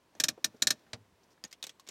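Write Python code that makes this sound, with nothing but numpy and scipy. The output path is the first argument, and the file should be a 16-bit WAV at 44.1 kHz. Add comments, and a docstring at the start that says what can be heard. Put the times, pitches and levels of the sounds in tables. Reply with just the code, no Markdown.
"""A sleeve rustles and a handbrake ratchets up inside a parked car: its pawl snaps over seven teeth,
each impact exciting the modes of pawl, plate, lever and console. The lever settles with a knock that
shakes the floor. A hand then works a dashboard control in small plastic clicks, one of which sets a
tiny spring ringing. Upholstery absorbs nearly all reverberation; a faint background lies beneath."""
import sys
import numpy as np
from scipy import signal
from scipy.io import wavfile

SR = 44100
rng = np.random.default_rng(int(sys.argv[2]) if len(sys.argv) > 2 else 0)


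def dump(signal):
    """Clip the signal to [-1, 1] and save it as 16-bit WAV at the path in sys.argv[1]."""
    limited = np.clip(np.atleast_2d(signal).T, -1, 1)
    pcm = np.round(limited * 32767).astype(np.int16)
    wavfile.write(sys.argv[1], SR, pcm)


N = 83790
AGE = np.arange(SR // 4) / SR   # time since an impact [s]
BAND_EDGES = np.geomspace(22, 17000, 40)   # [Hz]
CENTRES = np.sqrt(BAND_EDGES[1:] * BAND_EDGES[:-1])
SWELL_CYCLES, SOFT_RISE_S = 1, 0.00067   # added build-up, longer for low notes; onset of a soft contact


def from_db(db):
    """Amplitude ratio: a factor of ten for every 20 dB."""
    return 10 ** (np.asarray(db) / 20)


def unit_rms(x):
    """Power normalisation: each row is scaled to rms 1."""
    return x / np.sqrt(np.mean(x ** 2, axis=-1, keepdims=True) + 1e-20)


def at_bands(points):
    """Interpolation in log frequency: (frequency [Hz], value) points read at the band centres."""
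    hz, value = np.transpose(points)
    return np.interp(np.log(CENTRES), np.log(hz), value)


def add(out, start_s, sound):
    """Superposition: a sound adds to the mix from its start time on."""
    start = int(start_s * SR)
    out[start:start + len(sound)] += sound[:N - start]


def noise_bands(size):
    """Band-limited noise at rms 1; two alternating sources keep neighbouring bands incoherent."""
    white = rng.standard_normal((2, size + len(AGE)))
    bands = []
    for k, edges in enumerate(zip(BAND_EDGES, BAND_EDGES[1:])):
        bandpass = signal.butter(2, edges, "band", fs=SR, output="sos")
        bands.append(signal.sosfilt(bandpass, white[k % 2])[-size:])
    return unit_rms(np.array(bands))


def band_gains(density_db):
    """Band power is spectral density times bandwidth; the gains share unit power."""
    gains = from_db(density_db) * np.sqrt(np.diff(BAND_EDGES))
    return gains / np.linalg.norm(gains)


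def envelope(rise, hold, t60, early_share=0.38, early_t60=0.012):
    """Two-slope exponential decay after a rise and hold; one row for each t60."""
    rise, t60 = np.reshape(rise, (-1, 1)), np.reshape(t60, (-1, 1))
    attack = np.minimum(AGE / (rise + 1 / SR), 1)
    fall = np.maximum(AGE - rise - hold, 0) * np.log(1000)
    early_drop = 1 - early_share + early_share * np.exp(-fall / early_t60)
    return attack * np.exp(-fall / t60) * early_drop


def dense_ring(density_db, shape, body=0, likeness=0):
    """Modal overlap: crowded modes decay as noise; blows on one body share part of their pattern."""
    pattern = np.sqrt(likeness) * body + np.sqrt(1 - likeness) * noise_bands(len(AGE))
    top_band_rms = np.sqrt(np.mean(shape[-1] ** 2))
    return band_gains(density_db) @ unit_rms(pattern * shape) * top_band_rms


def modal_ring(modes, rise, hold=0, scatter_db=0):
    """Free vibration: separate damped sinusoids of random phase, with optional scatter in level."""
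    hz, db, t60 = np.transpose(modes)
    waves = np.sin(2 * np.pi * (hz[:, None] * AGE + rng.random((len(hz), 1))))
    strengths = from_db(db + scatter_db * rng.standard_normal(len(hz)))
    return strengths @ (waves * envelope(rise, hold, t60))


# background spectrum: (frequency [Hz], relative density [dB])
BACKGROUND_SPECTRUM = [(15, -33), (25, -7.5), (82, -1.5), (200, -9), (293, -3.5), (754, -7), (818, -13.5),
                       (911, -1.5), (1330, -14.5), (1520, -11), (5730, -19.5), (16000, -30.5)]
def background(level_db=-71):
    """Stationary noise: a faint, steady rush, densest at low frequencies."""
    return from_db(level_db) * (band_gains(at_bands(BACKGROUND_SPECTRUM)) @ noise_bands(N))


def cabin_tail(sound, level_db=-40, t60=0.47, corner_hz=2501):
    """Reverberation: convolution with the weak, dull reflections from glass and trim."""
    spectrum = -10 * np.log10(1 + (CENTRES / corner_hz) ** 2)
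    response = band_gains(spectrum) @ (noise_bands(len(AGE)) * envelope(rise=0.00502, hold=0, t60=t60))
    return from_db(level_db) * signal.fftconvolve(sound, response / np.linalg.norm(response))[:N]


# loudness of the moving sleeve: (time [s], level [dB])
SLEEVE_LEVEL = [(0, -78), (.12, -73), (.17, -63), (.35, -70), (.56, -66.5), (.8, -67), (.88, -67),
                (1.1, -73.5), (1.3, -69), (1.42, -75.5), (1.7, -71), (1.9, -73)]
# cloth spectrum: (frequency [Hz], relative density [dB])
SLEEVE_SPECTRUM = [(80, -7), (250, 1.5), (600, -3.5), (1500, -11.5), (5500, -20), (10000, -28.5),
                   (16000, -29.5)]
def sleeve_rustle(grain_db=1, grains_per_s=150):
    """Friction noise: rubbing cloth gives a grainy rustle that follows the arm's movement."""
    t = np.arange(N) / SR
    grain = np.interp(t * grains_per_s, np.arange(N), rng.standard_normal(N))
    level = np.interp(t, *np.transpose(SLEEVE_LEVEL)) + grain_db * grain
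    return from_db(level) * (band_gains(at_bands(SLEEVE_SPECTRUM)) @ noise_bands(N))


# fingers touching trim: (time [s], level [dB], hold [s])
FINGER_TOUCHES = [(0.564, -69, 0.0054), (.792, -70, 0.0048), (1.232, -69.5, 0.011), (1.304, -71, 0.03),
                  (1.472, -69, 0.01)]
def finger_brushes(t60=0.033):
    """Sliding friction: each light touch gives a brief hiss."""
    out = np.zeros(N)
    hiss = at_bands([(500, -27), (2000, -10.5), (5500, 5.5), (9000, -10.5), (16000, -14)])
    for start, db, hold in FINGER_TOUCHES:
        add(out, start, from_db(db) * dense_ring(hiss, envelope(SOFT_RISE_S, hold, t60)))
    return out


# bumps of hand and lever: (time [s], level [dB], peak frequency [Hz], T60 [s])
SOFT_CONTACTS = [(0.15, -56.5, 600, 0.052), (0.377, -45, 370, 0.041), (0.376, -52, 680, 0.065),
                 (.544, -46, 300, 0.05), (0.865, -62, 1390, .08), (.990, -56, 104, 0.16),
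                 (1.119, -58, 98.2, 0.1), (1.377, -61, 1200, 0.036)]
def soft_bumps(width_octaves=0.77):
    """Cushioned impact: a soft contact puts its energy in one low spectral hump."""
    out = np.zeros(N)
    for start, db, hz, t60 in SOFT_CONTACTS:
        hump = -30 * np.log10(1 + (np.log2(CENTRES / hz) / width_octaves) ** 2)
        shape = envelope(SOFT_RISE_S + SWELL_CYCLES / hz, 0, t60)
        add(out, start, from_db(db) * dense_ring(hump, shape))
    return out


# clicks of the control: (time [s], level [dB], tilt [dB/octave], bass gain [dB],
# ping frequency [Hz], relative ping level [dB], hollow note frequency [Hz], relative note level [dB])
CONTROL_CLICKS = [(.151, -56, -1, 11, 6000, -4, 1740, -2), (1.439, -36, 0.3, 5, 4896, 0, 1880, -10.5),
                  (1.4491, -43, -1, 13.5, 6650, 6.5, 1840, 0), (1.511, -55, 0, 3, 6400, -11, 2930, -9),
                  (1.516, -54, 0.5, -3, 4800, -3, 1930, -3),
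                  (1.5272, -41.5, 0, -10.5, 5000, -1.5, 2120, -4),
                  (1.627, -34, -0.5, -14, 3920, 1, 910, -18), (1.6394, -34.5, 0, -1, 3530, 0.5, 830, -13.5),
                  (1.6675, -38, 3, 15, 3990, -8, 845, -15), (1.6937, -42, -2, -12, 3350, -1, 1970, -14),
                  (1.7966, -50, 1.5, -3, 3990, -5, 1090, 0.5),
                  (1.806, -64.5, 1.5, 2.5, 5000, -6, 1090, -7.5),
                  (1.867, -55.5, -1.5, -4.5, 3500, -3.5, 2180, -5),
                  (1.874, -47.5, -2.5, -11, 5400, -3.5, 2240, -8),
                  (1.8877, -36.5, 0.5, -1, 6970, -4, 386, -10.5)]
# ring of the plastic housing: (frequency [Hz], relative density [dB])
HOUSING_SPECTRUM = [(94, -40.5), (160, -8.5), (471, -6.5), (1410, -10), (1810, -7.5), (2940, -4),
                    (3230, -5.5), (4000, -3.5), (4400, -37), (4750, -4), (6990, -3.5), (10500, -19),
                    (11500, -14), (15100, -22.5), (16000, -28)]
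# damping of the housing: (frequency [Hz], T60 [s])
HOUSING_DECAY = [(200, 0.033), (1000, .07), (4000, 0.06), (13000, 0.039)]
# the tiny spring's mode: (frequency [Hz], level [dB], T60 [s])
SPRING_MODE = [(8030, -57, .28)]
def dashboard_clicks(rise=0.00037, hold=0.00039, bass_corner_hz=794, spring_start_s=1.6393):
    """Impulse response: hard contacts ring the housing, three high modes and a note; one, a spring."""
    ping_spread, ping_t60, note_t60 = 0.045, 0.034, 0.042
    out, body = np.zeros(N), noise_bands(len(AGE))
    shape = envelope(rise + SWELL_CYCLES / CENTRES, hold, at_bands(HOUSING_DECAY))
    for start, db, tilt, bass_db, ping_hz, ping_db, note_hz, note_db in CONTROL_CLICKS:
        bass_shelf = bass_db / (1 + (CENTRES / bass_corner_hz) ** 2)
        spectrum = at_bands(HOUSING_SPECTRUM) + tilt * np.log2(CENTRES) + bass_shelf
        housing = dense_ring(spectrum, shape, body, likeness=0.38)
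        ping = [(ping_hz * (1 + k * ping_spread), ping_db - 5 * abs(k), ping_t60) for k in (-1, 0, 1)]
        tones = modal_ring(ping + [(note_hz, note_db, note_t60)], rise)
        add(out, start, from_db(db) * (housing + tones))
    add(out, spring_start_s, modal_ring(SPRING_MODE, rise))
    return out


# the settling knock: (frequency [Hz], relative density [dB])
KNOCK_SPECTRUM = [(59, -25), (100, -9), (328, -10), (634, -9.5), (1170, -13), (1390, -12), (2320, -3),
                  (2580, -11.5), (4110, -5), (8110, -18.5), (16000, -51)]
# damping of the lever, in knock and ratchet alike: (frequency [Hz], T60 [s])
LEVER_DECAY = [(100, 0.22), (270, .135), (700, 0.12), (1800, 0.059), (5000, 0.049), (13000, .048)]
# modes of the floor pan: (frequency [Hz], level [dB], T60 [s])
FLOOR_RESONANCES = [(100, -48.5, 0.38), (113, -43, 0.21), (237.3, -48, 0.23), (467.4, -48.5, 0.14),
                    (631, -46, 0.053), (643, -39.5, 0.05)]
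def lever_settle(start_s=0.9315, knock_db=-33):
    """Structure-borne sound: the lever falls back on the pawl with a dull knock and the floor booms."""
    out = np.zeros(N)
    shape = envelope(rise=0.0012, hold=0.0021, t60=at_bands(LEVER_DECAY))
    knock = from_db(knock_db) * dense_ring(at_bands(KNOCK_SPECTRUM), shape)
    floor = modal_ring(FLOOR_RESONANCES, rise=0.0098)
    add(out, start_s, knock + floor)
    return out


def detuned(hz, spread=0.0056):
    """Contact loading: each tooth loads the metal differently and shifts a mode slightly."""
    return hz * (1 + spread * rng.standard_normal())


# the pawl's drops: (time [s], level [dB], rise [s], hold [s], tilt [dB/octave],
# pawl gain [dB], console gain [dB])
TOOTH_IMPACTS = [(0.1993, -21, 0.0015, 0.0033, -0.05, -5, 4), (.2370, -17, .0018, 0.0022, 0.2, -8, 1.5),
                 (0.2836, -22, .0007, 0.0051, -1, -6, 3), (0.4431, -17, 0.0019, 0.00083, 0, -3.5, -1.5),
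                 (0.6205, -17.5, 0.0028, 0.00092, 0, 1, -1.5), (0.67, -16.5, .0015, 0.0018, 0, 1, 0.5),
                 (0.7041, -16, 0.0026, 0.00069, 0, -1, -1)]
# ring of the lever: (frequency [Hz], relative density [dB])
LEVER_SPECTRUM = [(41, -51), (70, -23), (268, -7.5), (451, -21), (635, -16), (892, -21.5), (1440, -12),
                  (1760, -3), (2020, -23), (2320, -5.5), (2720, -10.5), (3910, -3.5), (5020, -5.5),
                  (5620, 0), (6300, -9.5), (7220, -1), (8660, -14), (12700, -16), (16000, -29)]
# modes of the pawl: (frequency [Hz], relative level [dB])
PAWL_RESONANCES = [(3850, -6.5), (4170, -7.5), (4360, -13.5)]
# modes of the toothed plate and of the console: (frequency [Hz], relative level [dB], T60 [s])
PLATE_RESONANCES = [(3410, -14.5, .04), (5480, -13.5, 0.019), (5800, -12, .035), (6530, -10.5, 0.018),
                    (6973, -10, .04), (7645, -9.5, 0.024), (12270, -17.5, .045)]
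CONSOLE_RESONANCES = [(298, -29.5, .1), (470, -38, 0.12), (611, -27.5, 0.12), (767, -33.5, .1),
                      (1663, -21, .04), (1797, -15, 0.054), (2407, -19, .045)]
def handbrake_ratchet(lever_db=-2.5, plate_db=-2.5, pawl_t60=0.045):
    """Impact excitation: the pawl snaps off each tooth, ringing itself, plate, lever and console."""
    out, body = np.zeros(N), noise_bands(len(AGE))
    pivot_hz = PAWL_RESONANCES[0][0]
    for start, db, rise, hold, tilt, pawl_db, console_db in TOOTH_IMPACTS:
        spectrum = at_bands(LEVER_SPECTRUM) + tilt * np.log2(CENTRES)
        shape = envelope(rise + SWELL_CYCLES / CENTRES, hold, at_bands(LEVER_DECAY))
        lever = from_db(lever_db) * dense_ring(spectrum, shape, body, likeness=0.7)
        plate_modes = [(detuned(hz), level + tilt * np.log2(hz / pivot_hz), t60)
                       for hz, level, t60 in PLATE_RESONANCES]
        pawl_modes = [(detuned(hz), level, pawl_t60) for hz, level in PAWL_RESONANCES]
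        plate = from_db(plate_db) * modal_ring(plate_modes, rise, hold, scatter_db=4)
        pawl = from_db(pawl_db) * modal_ring(pawl_modes, rise, hold)
        console = from_db(console_db) * modal_ring(CONSOLE_RESONANCES, rise, hold)
        add(out, start, from_db(db) * (console + lever + plate + pawl))
    return out


def scene():
    """Superposition: contacts, their reverberation, rustle and background sum in one channel."""
    contacts = handbrake_ratchet() + lever_settle() + soft_bumps() + dashboard_clicks() + finger_brushes()
    return (background() + contacts + cabin_tail(contacts) + sleeve_rustle())[None]


def record(dry):
    """Band limiting: the microphone sheds the deep bass, and the top is cut steeply."""
    low_cut_hz, high_cut_hz = 60, 16200
    highpass = signal.butter(2, low_cut_hz, "high", fs=SR, output="sos")
    lowpass = signal.ellip(10, .2, 80, high_cut_hz, fs=SR, output="sos")
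    return signal.sosfilt(lowpass, signal.sosfilt(highpass, dry))


dry = scene()
out = record(dry)
dump(out)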